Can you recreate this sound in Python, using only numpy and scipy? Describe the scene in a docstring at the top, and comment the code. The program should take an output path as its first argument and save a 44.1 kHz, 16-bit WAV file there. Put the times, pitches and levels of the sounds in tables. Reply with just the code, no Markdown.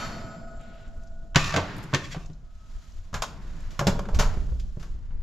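"""Dish out of the oven

A wire rack rings out as a ceramic dish is carried from it, ticking faintly. The dish lands, rocks and
slides on a glass cooktop; then the oven door is lifted, its hinge clacks and it shuts with a push of air.
Blows ring the modes of the struck parts; friction is noise through resonances. A body-worn microphone
hears it in a small kitchen, over rumble, a low drone and a hissy wash."""
import sys
import numpy as np
from scipy import signal
from scipy.fft import rfft, irfft, next_fast_len
from scipy.io import wavfile
from scipy.ndimage import map_coordinates

SR = 44100
rng = np.random.default_rng(int(sys.argv[2]) if len(sys.argv) > 2 else 0)


def unload_audio(sound):
    """Save the sound as a 16-bit wav file, at the path given as the first command line argument."""
    columns = np.transpose(np.atleast_2d(sound))
    # keep every value between -1 and 1, then stretch to whole-number steps
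    steps = np.round(np.clip(columns, -1, 1) * 32767)
    wavfile.write(sys.argv[1], SR, steps.astype(np.int16))


N = 230598
T = np.arange(N) / SR


def amp(db):
    """Gain of a level in dB."""
    return 10 ** (np.asarray(db) / 20)


def sides(pan_db):
    """Left and right gains; positive pan is left."""
    return amp([[pan_db / 2], [-pan_db / 2]])


def along(points, hz):
    """Interpolates (Hz, value) points on a log axis."""
    f, v = np.transpose(points)
    return np.interp(np.log(hz + 1), np.log(f + 1), v)


def fader(points, outside_db=None):
    """Gain over time from (s, dB) points."""
    return amp(np.interp(T, *np.transpose(points), left=outside_db, right=outside_db))


def swell(centre_s, sigma_s, db):
    """Bell-shaped gain over time."""
    return amp(db) * np.exp(-.5 * ((T - centre_s) / sigma_s) ** 2)


def flicker(db, rate_hz):
    """Smooth random gain, spread by about db."""
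    knots = rng.standard_normal(int(N * rate_hz / SR) + 4)
    return amp(db * map_coordinates(knots, [T * rate_hz]))


def filtered(x, response):
    """Applies a gain given as a function of Hz."""
    n = x.shape[-1]
    size = next_fast_len(n + 8192)
    return irfft(rfft(x, size) * response(np.fft.rfftfreq(size, 1 / SR)), size)[..., :n]


def resonance(hz, centre_hz, width_hz):
    """Gain of one resonant peak."""
    return 1 / (1 + (2 * (hz - centre_hz) / width_hz) ** 2)


def band(hz, centre_hz, width_oct):
    """Gain of a flat-topped band."""
    return 1 / (1 + (2 * np.log2((hz + 1) / centre_hz) / width_oct) ** 4)


def peaks(table, hz, floor_db):
    """Gain of (Hz, width, dB) resonances over a floor, rolled off in the bass."""
    resonant = sum(amp(db) * resonance(hz, centre, width) for centre, width, db in table)
    return (amp(floor_db) + resonant) / (1 + (700 / (hz + 1)) ** 2)


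def ring(modes, t, spread_db=1.5):
    """Decaying (Hz, dB, t60) sines at scattered strengths."""
    return sum(amp(db + spread_db * rng.standard_normal() - 60 * t / t60) * np.sin(2 * np.pi * hz * t)
               for hz, db, t60 in modes)


def add(out, start_s, x):
    """Mixes x into both channels."""
    span = out[:, round(start_s * SR):][:, :x.shape[-1]]
    span += x[..., :span.shape[1]]


def stereo_noise(n, mid_side_gain):
    """Shaped mid and side noise as left and right, rms 1."""
    mid, side = filtered(rng.standard_normal((2, n)), mid_side_gain)
    x = np.array([mid + side, mid - side])
    return x / np.sqrt(np.mean(x ** 2) + 1e-20)


# Each row: frequency in Hz, left-right correlation.
CORRELATION = [(60, 0.89), (240, 0.97), (950, 0.74), (3770, 0.55), (15000, 1)]
def rush(gain):
    """Scene-long noise, partly alike in both channels."""
    def mid_side_gain(hz):
        angle = np.arccos(np.clip(along(CORRELATION, hz), -1, 1)) / 2
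        return gain(hz) * [np.cos(angle), np.sin(angle)]
    return stereo_noise(N, mid_side_gain)


# Each row: frequency in Hz, side against mid in dB.
SIDE_LEVEL = [(60, -21), (110, -34.5), (200, -27), (380, -16), (700, -15), (1290, -12), (2380, -8),
              (4400, -9.5), (8120, -15), (15000, -2)]
def burst(n, gain):
    """n samples of stereo noise, nearly mono in the bass."""
    return stereo_noise(n, lambda hz: gain(hz) * amp([0 * hz, along(SIDE_LEVEL, hz)]))


# Each row: frequency in Hz, level in dB, t60 in seconds.
RACK_MODES = [(668, -12, 7), (791, -14, .6), (921, -19, 1.2), (1120, -14, .7), (1303, -13, 2.2),
              (1461, -15, 5), (2406, -15, .9), (2191, -20, .8), (3068, -15, .9), (3155, -16, .9),
              (3693, -14, .9), (4425, -8, 1.1), (4947, -18, 1), (5044, -15, 1.4), (5701, -19, .8),
              (5862, -15, .9), (5908, -16, .9), (6621, -24, 1.2), (6745, -19, 1), (6880, -19, .9),
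              (7337, -18, 2.4), (7472, -18, .8), (8473, -20, .9), (9205, -18, .9), (9394, -17, .8),
              (9690, -17, .9), (10960, -23, .9), (11547, -17, 1.2), (11698, -19, .9), (12457, -17, .8)]
def rack():
    """The rack, struck just before the start: wires of nearly equal length beat as they fade."""
    out, t = np.zeros((2, N)), T[:3 * SR // 2]
    wire = np.arange(10)[:, None]
    for hz, db, t60 in RACK_MODES:
        wire_hz = hz * (1 + .002 * wire * rng.standard_normal(wire.shape))
        level = amp(db - 35 - 7.5 * np.sqrt(wire) - 60 * t * (1 + .15 * wire) / t60)
        tones = level * np.sin(2 * np.pi * (wire_hz * t + rng.uniform(0, 1, wire.shape)))
        pans = sides(1) * amp(2.5 * rng.standard_normal((1, len(wire))) * [[1], [-1]])
        add(out, 0, pans @ tones)
    return out


def rack_ring_and_swell(t60_s=2.56):
    """The rack's narrow 1280 Hz ring fades from the start; a faint tone at that pitch swells later."""
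    level = amp(-44.5 - 60 * T / t60_s) + swell(centre_s=2.744, sigma_s=.17, db=-64)
    return level * rush(lambda hz: resonance(hz, 1280, width_hz=22))


# Each row: time in seconds, level in dB.
RUMBLE_LEVEL = [(0.0, -48), (0.03, -37.5), (0.36, -45), (1.35, -41.5), (1.37, -32), (1.53, -44),
                (3.13, -40), (3.16, -30), (3.29, -41), (4.05, -33.5), (4.11, -41), (4.14, -23.5),
                (4.22, -22.5), (4.78, -35.5), (4.81, -34), (5.23, -37)]
# Each row: frequency in Hz, density in dB.
RUMBLE_SPECTRUM = [(8, -36), (15, -0.5), (48, -10.5), (65, -15), (90, -18), (150, -49.5), (300, -120)]
def rumble():
    """Lumpy buffeting on the microphone ports."""
    return fader(RUMBLE_LEVEL) * flicker(2.7, 18) * rush(lambda hz: amp(along(RUMBLE_SPECTRUM, hz)))


# Each row: time in seconds, drone level in dB, wash level in dB.
BACKGROUND_LEVELS = [(0.0, -36.5, -36), (0.49, -51, -62), (0.93, -55.5, -65.5), (1.38, -58, -80),
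                     (1.51, -48.5, -33.5), (1.79, -38, -43), (2.04, -51.5, -56), (2.27, -60, -68.5),
                     (2.49, -68.5, -72), (2.74, -61, -63), (3.16, -59, -67.5), (3.29, -48.5, -57),
                     (3.79, -52.5, -55), (3.96, -45, -57), (4.15, -41.5, -56.5), (4.31, -42.5, -48.5),
                     (4.6, -53.5, -70.5), (5.23, -55.5, -64.5)]
# Three spectra. Each row: frequency in Hz, density in dB.
DRONE_SPECTRUM = [(60, -25.5), (110, 1.5), (160, 3), (240, -3.5), (330, -9), (900, -21.5), (1800, -30.5),
                  (3000, -64.5)]
WASH_SPECTRUM = [(300, -46), (900, 0.5), (1700, -0.5), (3000, -9.5), (5000, -13), (9000, -40)]
HISS_SPECTRUM = [(1000, -16), (3000, 6.5), (7000, 5), (12000, 4.5), (16000, -1)]
# Each row: centre in seconds, sigma in seconds, level in dB.
HISS_SWELLS = [(0.951, 0.43, -68), (2.106, 0.12, -54), (2.837, 0.2, -59), (3.635, 0.23, -59.5),
               (4.303, 0.22, -58), (4.75, 0.23, -67)]
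def drone_and_wash(hiss_share_db=-13.5, hiss_floor_db=-82):
    """A low drone and a hissy wash linger after the blows, with faint cloth rustle between them."""
    times, *levels = np.transpose(BACKGROUND_LEVELS)
    drone_db, wash_db = (np.interp(T, times, db) for db in levels)
    drone = amp(drone_db) * flicker(1.9, 28) * rush(lambda hz: amp(along(DRONE_SPECTRUM, hz)))
    wash = amp(wash_db) * rush(lambda hz: amp(along(WASH_SPECTRUM, hz)))
    swells = sum(swell(*row) for row in HISS_SWELLS)
    hiss_gain = amp(wash_db + hiss_share_db) + amp(hiss_floor_db) + swells
    hiss = hiss_gain * rush(lambda hz: amp(along(HISS_SPECTRUM, hz)))
    return drone + flicker(1.2, 90) * (wash + hiss)


# Each row: centre in Hz, width in Hz, level in dB.
CAVITY_TONES = [(230.1, 15, -58), (658, 170, -57.5), (658, 2.9, -64), (1446, 51, -63.5)]
# Each row: time in seconds, gain in dB.
OVEN_NEARNESS = [(0, 13), (1.3, -9), (2.2, -11), (2.35, -11.5), (2.7, -14.5), (3.1, -12.5), (4, -2.5),
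                 (5.23, -27)]
def oven_hum():
    """Noise in the cavity's resonances, louder when the open oven is near."""
    hum = sum(amp(db) * rush(lambda hz: resonance(hz, centre, width))
              for centre, width, db in CAVITY_TONES)
    return fader(OVEN_NEARNESS) * hum


# Each row: start in seconds, level in dB, centre in Hz, pan in dB.
SINGLE_TICKS = [(0.609, -43, 8400, 1), (1.034, -49, 6400, 3), (1.765, -27, 11500, -2),
                (1.78, -27, 11700, -5), (1.8, -45, 11500, -7), (1.828, -31, 10100, -6.5),
                (1.837, -35, 10000, 16), (2.258, -39, 6500, 1), (2.331, -48, 5000, 8.5),
                (2.92, -49, 5800, -1), (3.235, -18.5, 1070, 2), (3.604, -41, 9050, .6)]
def ticks(run_start_s=.35, gap_s=.057, run_t60_s=.042, single_t60_s=.026):
    """Band-limited clicks: a faint, nearly even run while the dish is carried, and single ones."""
    out, t = np.zeros((2, N)), np.arange(SR // 10) / SR
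    run = [(run_start_s + k * gap_s + .012 * late, -54.5 + 1.5 * loud, 9000 * 1.4 ** high,
            1.5 + 2.4 * left) for k, (late, loud, high, left) in enumerate(rng.standard_normal((14, 4)))]
    attack = 1 - np.exp(-t / .0025)
    for rows, t60 in (run, run_t60_s), (SINGLE_TICKS, single_t60_s):
        for start_s, db, centre_hz, pan_db in rows:
            click = burst(len(t), lambda hz: band(hz, centre_hz, width_oct=1))
            add(out, start_s, sides(pan_db) * amp(db - 60 * t / t60) * attack * click)
    return out


# Each row: time in seconds, level in dB.
RUB_LEVEL = [(.57, -86), (.6, -59.5), (.87, -60), (.93, -87)]
def glove_rub():
    """The glove shifts on the rim of the dish."""
    return fader(RUB_LEVEL, outside_db=-120) * rush(lambda hz: band(hz, 2200, width_oct=2.02))


def knocks(blows, plate_modes, part_modes, ring_db, width_hz, crack_db_oct, rise_s):
    """Each blow: a treble crack, a noisy clack in the part's modes, their ring and the plate's thud."""
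    out, t = np.zeros((2, N)), np.arange(SR // 3) / SR
    clack_peaks = [(hz, width_hz, db) for hz, db, _ in part_modes]
    attack, thud_attack = 1 - np.exp(-t / rise_s), 1 - np.exp(-t / .0025)

    def crack_gain(hz):
        return amp(crack_db_oct * np.log2(hz / 4000 + .01)) / (1 + (1800 / (hz + 1)) ** 4)

    def clack_gain(hz, db_oct):
        midrange = 1 / (1 + (300 / (hz + 1)) ** 4) / (1 + (hz / 1900) ** 4)
        return peaks(clack_peaks, hz, floor_db=-8) * amp(db_oct * np.log2(hz / 1000 + .1)) * midrange

    for start_s, clack_db, db_oct, crack_db, thud_db, t60, pan_db in blows:
        decay_db = -60 * t / t60
        crack = amp(crack_db) * burst(len(t), crack_gain)
        crack *= amp(decay_db) + 1.65 * amp(-60 * t / .0099)  # tail plus snap
        clack = amp(clack_db) * burst(len(t), lambda hz: clack_gain(hz, db_oct))
        clack *= amp(.76 * decay_db) + .52 * amp(-60 * t / .012)
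        tilted = [(hz, db + db_oct * np.log2(hz / 1000), mode_t60) for hz, db, mode_t60 in part_modes]
        # The blow's decay adds to the modes' own damping.
        tones = amp(clack_db + ring_db + .28 * decay_db) * ring(tilted, t)
        thud = amp(thud_db + .24 * decay_db) * ring(plate_modes, t) * thud_attack
        add(out, start_s, sides(pan_db) * (attack * (crack + clack) + tones) + thud)
    return out


# Each row: start in seconds, clack in dB, its slope in dB per octave, crack in dB, thud in dB,
# crack t60 in seconds, pan in dB.
DISH_BLOWS = [(1.347, -28.5, 3.5, -33, -48.5, 0.045, 1), (1.358, -15, -2.5, -11.5, -12, 0.094, 0),
              (1.54, -22, -12, -27.5, -31, 0.087, 0), (1.562, -26, -4.5, -20, -22.5, 0.11, -0.5),
              (1.572, -19, -11.5, -43, -23.5, 0.1, 0), (1.93, -30, -5, -48, -29.5, 0.12, -1),
              (1.937, -22, -6, -24, -18, 0.063, 0), (1.946, -48, 5, -17.5, -20, 0.071, 1.5),
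              (1.957, -30, -24, -46, -32, 0.033, 1.5), (2.146, -38, -12, -42, -53, 0.14, -0.5),
              (2.164, -40, -2.5, -51, -30.5, 0.048, 4), (2.299, -60, -5, -58, -36.5, 0.041, 2)]
# Cooktop and dish. Each row: frequency in Hz, level in dB, t60 in seconds.
GLASS_MODES = [(92, -9.5, 0.57), (130.7, -6.5, 0.065), (151.8, 5, 0.14), (174, -12, 0.071),
               (274.7, 3.5, 0.045), (370.7, -10, 0.15), (533.5, -13.5, 0.13)]
CERAMIC_MODES = [(690, -10, .06), (1163, 0, .2), (1534, -4, .12), (1836, -1, .15), (2498, -8, .1),
                 (2692, -7, .15), (3252, -12, .1)]
def dish_knocks():
    """The ceramic dish lands and rocks on the glass plate."""
    return knocks(DISH_BLOWS, GLASS_MODES, CERAMIC_MODES,
                  ring_db=-12.5, width_hz=61, crack_db_oct=-8.5, rise_s=.00054)


# Each row: time in seconds, level in dB.
DRAG_LEVEL = [(1.355, -73), (1.37, -28.5), (1.45, -28), (1.53, -34), (1.7, -64), (1.9, -80), (1.99, -45),
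              (2.1, -51), (2.27, -60.5)]
# Each row: centre in Hz, width in Hz, gain in dB.
FOOT_RESONANCES = [(1152, 150, 2.5), (1800, 44, -1), (2448, 42, -2.5), (2650, 110, 1), (3620, 70, -7.5),
                   (3880, 44, -13.5), (4410, 46, -12), (5140, 39, -2), (5910, 46, -7), (7100, 71, -22.5)]
def dish_slide():
    """The foot drags on the glass; gritty friction excites the dish's resonances."""
    drag = fader(DRAG_LEVEL, outside_db=-120) * flicker(2.2, 200)
    return drag * burst(N, lambda hz: peaks(FOOT_RESONANCES, hz, floor_db=-11.5) / (1 + (hz / 8000) ** 2))


# Each row: centre in seconds, level in dB, sigma in seconds.
GLOVE_SLIPS = [(2.052, -39, 0.011), (2.128, -34.5, 0.011)]
# Each row: centre in Hz, width in Hz, gain in dB.
GLAZE_RESONANCES = [(2070, 730, 5.5), (3340, 100, 9), (4600, 470, -0.5), (5660, 230, -2), (7400, 400, -3.5),
                    (10700, 760, -29)]
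def glove_squeaks():
    """The glove slips twice on the glaze."""
    slips = sum(swell(centre_s, sigma_s, db) for centre_s, db, sigma_s in GLOVE_SLIPS)
    return slips * burst(N, lambda hz: peaks(GLAZE_RESONANCES, hz, floor_db=-11))


# Each row: start in seconds, clack in dB, its slope in dB per octave, crack in dB, thud in dB,
# crack t60 in seconds, pan in dB.
DOOR_BLOWS = [(3.129, -39.5, 3, -47.5, -32, 0.3, 2.5), (3.141, -29, 6.5, -27.5, -26, .13, -1),
              (3.221, -27, 1, -18.5, -45, 0.082, 0), (3.706, -76, 0, -46.5, -61, 0.37, 1),
              (3.792, -23.5, 5.5, -21.5, -23, 0.082, -1), (3.811, -26, -5.5, -49, -20, 0.11, 0),
              (3.869, -19, -3, -16.5, -15, 0.11, -1), (3.88, -26, 0, -32.5, -11, .1, 4),
              (3.992, -24.5, -3, -32, -32.5, 0.04, -0.5), (4.054, -40, 9, -48, -50, 0.037, -.6),
              (4.087, -31, -3, -43.5, -31.5, 0.057, -1), (4.113, -41, -10, -53, -48, 0.045, 0),
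              (4.13, -40, -7, -60, -37, 0.054, -7), (4.145, -37.5, 0, -32.5, -51, 0.16, -0.5),
              (4.189, -26, 1, -23, -19, 0.11, -2), (4.194, -21.5, 1.5, -18.5, -42, 0.18, 1),
              (4.34, -42.5, -7, -43.5, -49, 0.056, -6), (4.369, -38.5, -7.5, -51, -26.5, 0.058, -5.5),
              (4.49, -44.5, -2.5, -60, -40, 0.022, -14), (4.521, -43.5, -8, -54, -32, 0.027, -8),
              (4.597, -65, 2, -41.5, -43, 0.084, 1), (4.771, -45.5, -12, -68, -25.5, 0.022, -7),
              (4.796, -57, 2, -48.5, -57, 0.53, 2.5), (4.827, -46, 8.5, -44.5, -49.5, 0.086, 1.5),
              (5.106, -53.5, 7.5, -77, -41, 0.048, 4)]
# Door panel and frame. Each row: frequency in Hz, level in dB, t60 in seconds.
PANEL_MODES = [(83, -13.5, 0.39), (139.3, 0.5, 0.28), (187.4, 1.5, 0.057), (254, -10, 0.026),
               (363, -5.5, 0.041)]
FRAME_MODES = [(440, 6.5, 0.055), (575, 6, 0.14), (750, -8, 0.094), (983, -1.5, 0.15), (1117, -7.5, 0.18),
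               (1358, -7, 0.24), (1616, -7, 0.3), (2390, -58, 0.073), (2950, -15, 0.079), (7300, -34, 0.15)]
def door_knocks():
    """Door, hinge and springs clack; the steel frame rings and the panel thuds."""
    return knocks(DOOR_BLOWS, PANEL_MODES, FRAME_MODES,
                  ring_db=-14, width_hz=260, crack_db_oct=-1.75, rise_s=.0013)


# Each row: start in seconds, frequency in Hz, level in dB, t60 in seconds.
PRESSURE_SWINGS = [(4.131, 26.6, -23.5, 0.35), (4.185, 30.4, -20.5, 0.65), (4.373, 47.4, -23.5, 0.39),
                   (4.519, 56.6, -22, 0.55)]
def air_push():
    """The door pumps the oven's air as it meets its seal."""
    out = np.zeros((2, N))
    for start_s, *mode in PRESSURE_SWINGS:
        add(out, start_s, sides(-1) * ring([mode], T[:SR], spread_db=0))
    return out


# Each row: frequency in Hz, t60 in seconds.
KITCHEN_DECAY = [(150, 0.82), (1500, 0.44), (8000, 0.31)]
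def kitchen(x, delay_s=.004):
    """Room reverberation, treble dying first; a new noise tail every quarter second."""
    out, block = np.zeros((2, N)), SR // 4
    for start in range(0, N, block):
        hz, t, spectrum = signal.stft(burst(SR // 2, np.ones_like), SR, nperseg=256)
        decay = amp(-60 * t / along(KITCHEN_DECAY, hz)[:, None])
        _, tail = signal.istft(spectrum * decay, SR, nperseg=256)
        tail /= np.linalg.norm(tail[0])
        add(out, start / SR + delay_s, signal.fftconvolve(x[:, start:start + block], tail, axes=1))
    return out


def scene():
    """All sources; only knocks and ticks reverberate."""
    hits = dish_knocks() + door_knocks() + ticks()
    action = hits + amp(-9) * kitchen(hits) + dish_slide() + glove_squeaks() + rack() + air_push()
    return action + rumble() + drone_and_wash() + oven_hum() + rack_ring_and_swell() + glove_rub()


# Each row: frequency in Hz, gain in dB.
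HOUSING_RESPONSE = [(20, 2.5), (5000, -3), (7300, -2), (8100, -16), (10000, -18.5), (12000, -14),
                    (13500, -27.5), (15600, -51.5)]
# Each row: frequency in Hz, left over right in dB.
HOUSING_PAN = [(5000, 0), (8000, 1.5), (12000, 4)]
def record(dry, ceiling=.92, top_hz=15650):
    """Peaks are rounded; the microphone housing dulls the treble, less on the left; cut at top_hz."""
    def housing(hz):
        db = along(HOUSING_RESPONSE, hz) + [[.5], [-.5]] * along(HOUSING_PAN, hz)
        return amp(db) * (hz < top_hz)
    rounded = dry / (1 + np.abs(dry / ceiling) ** 6) ** (1 / 6)
    return filtered(rounded, housing)


dry = scene()
out = record(dry)
unload_audio(out)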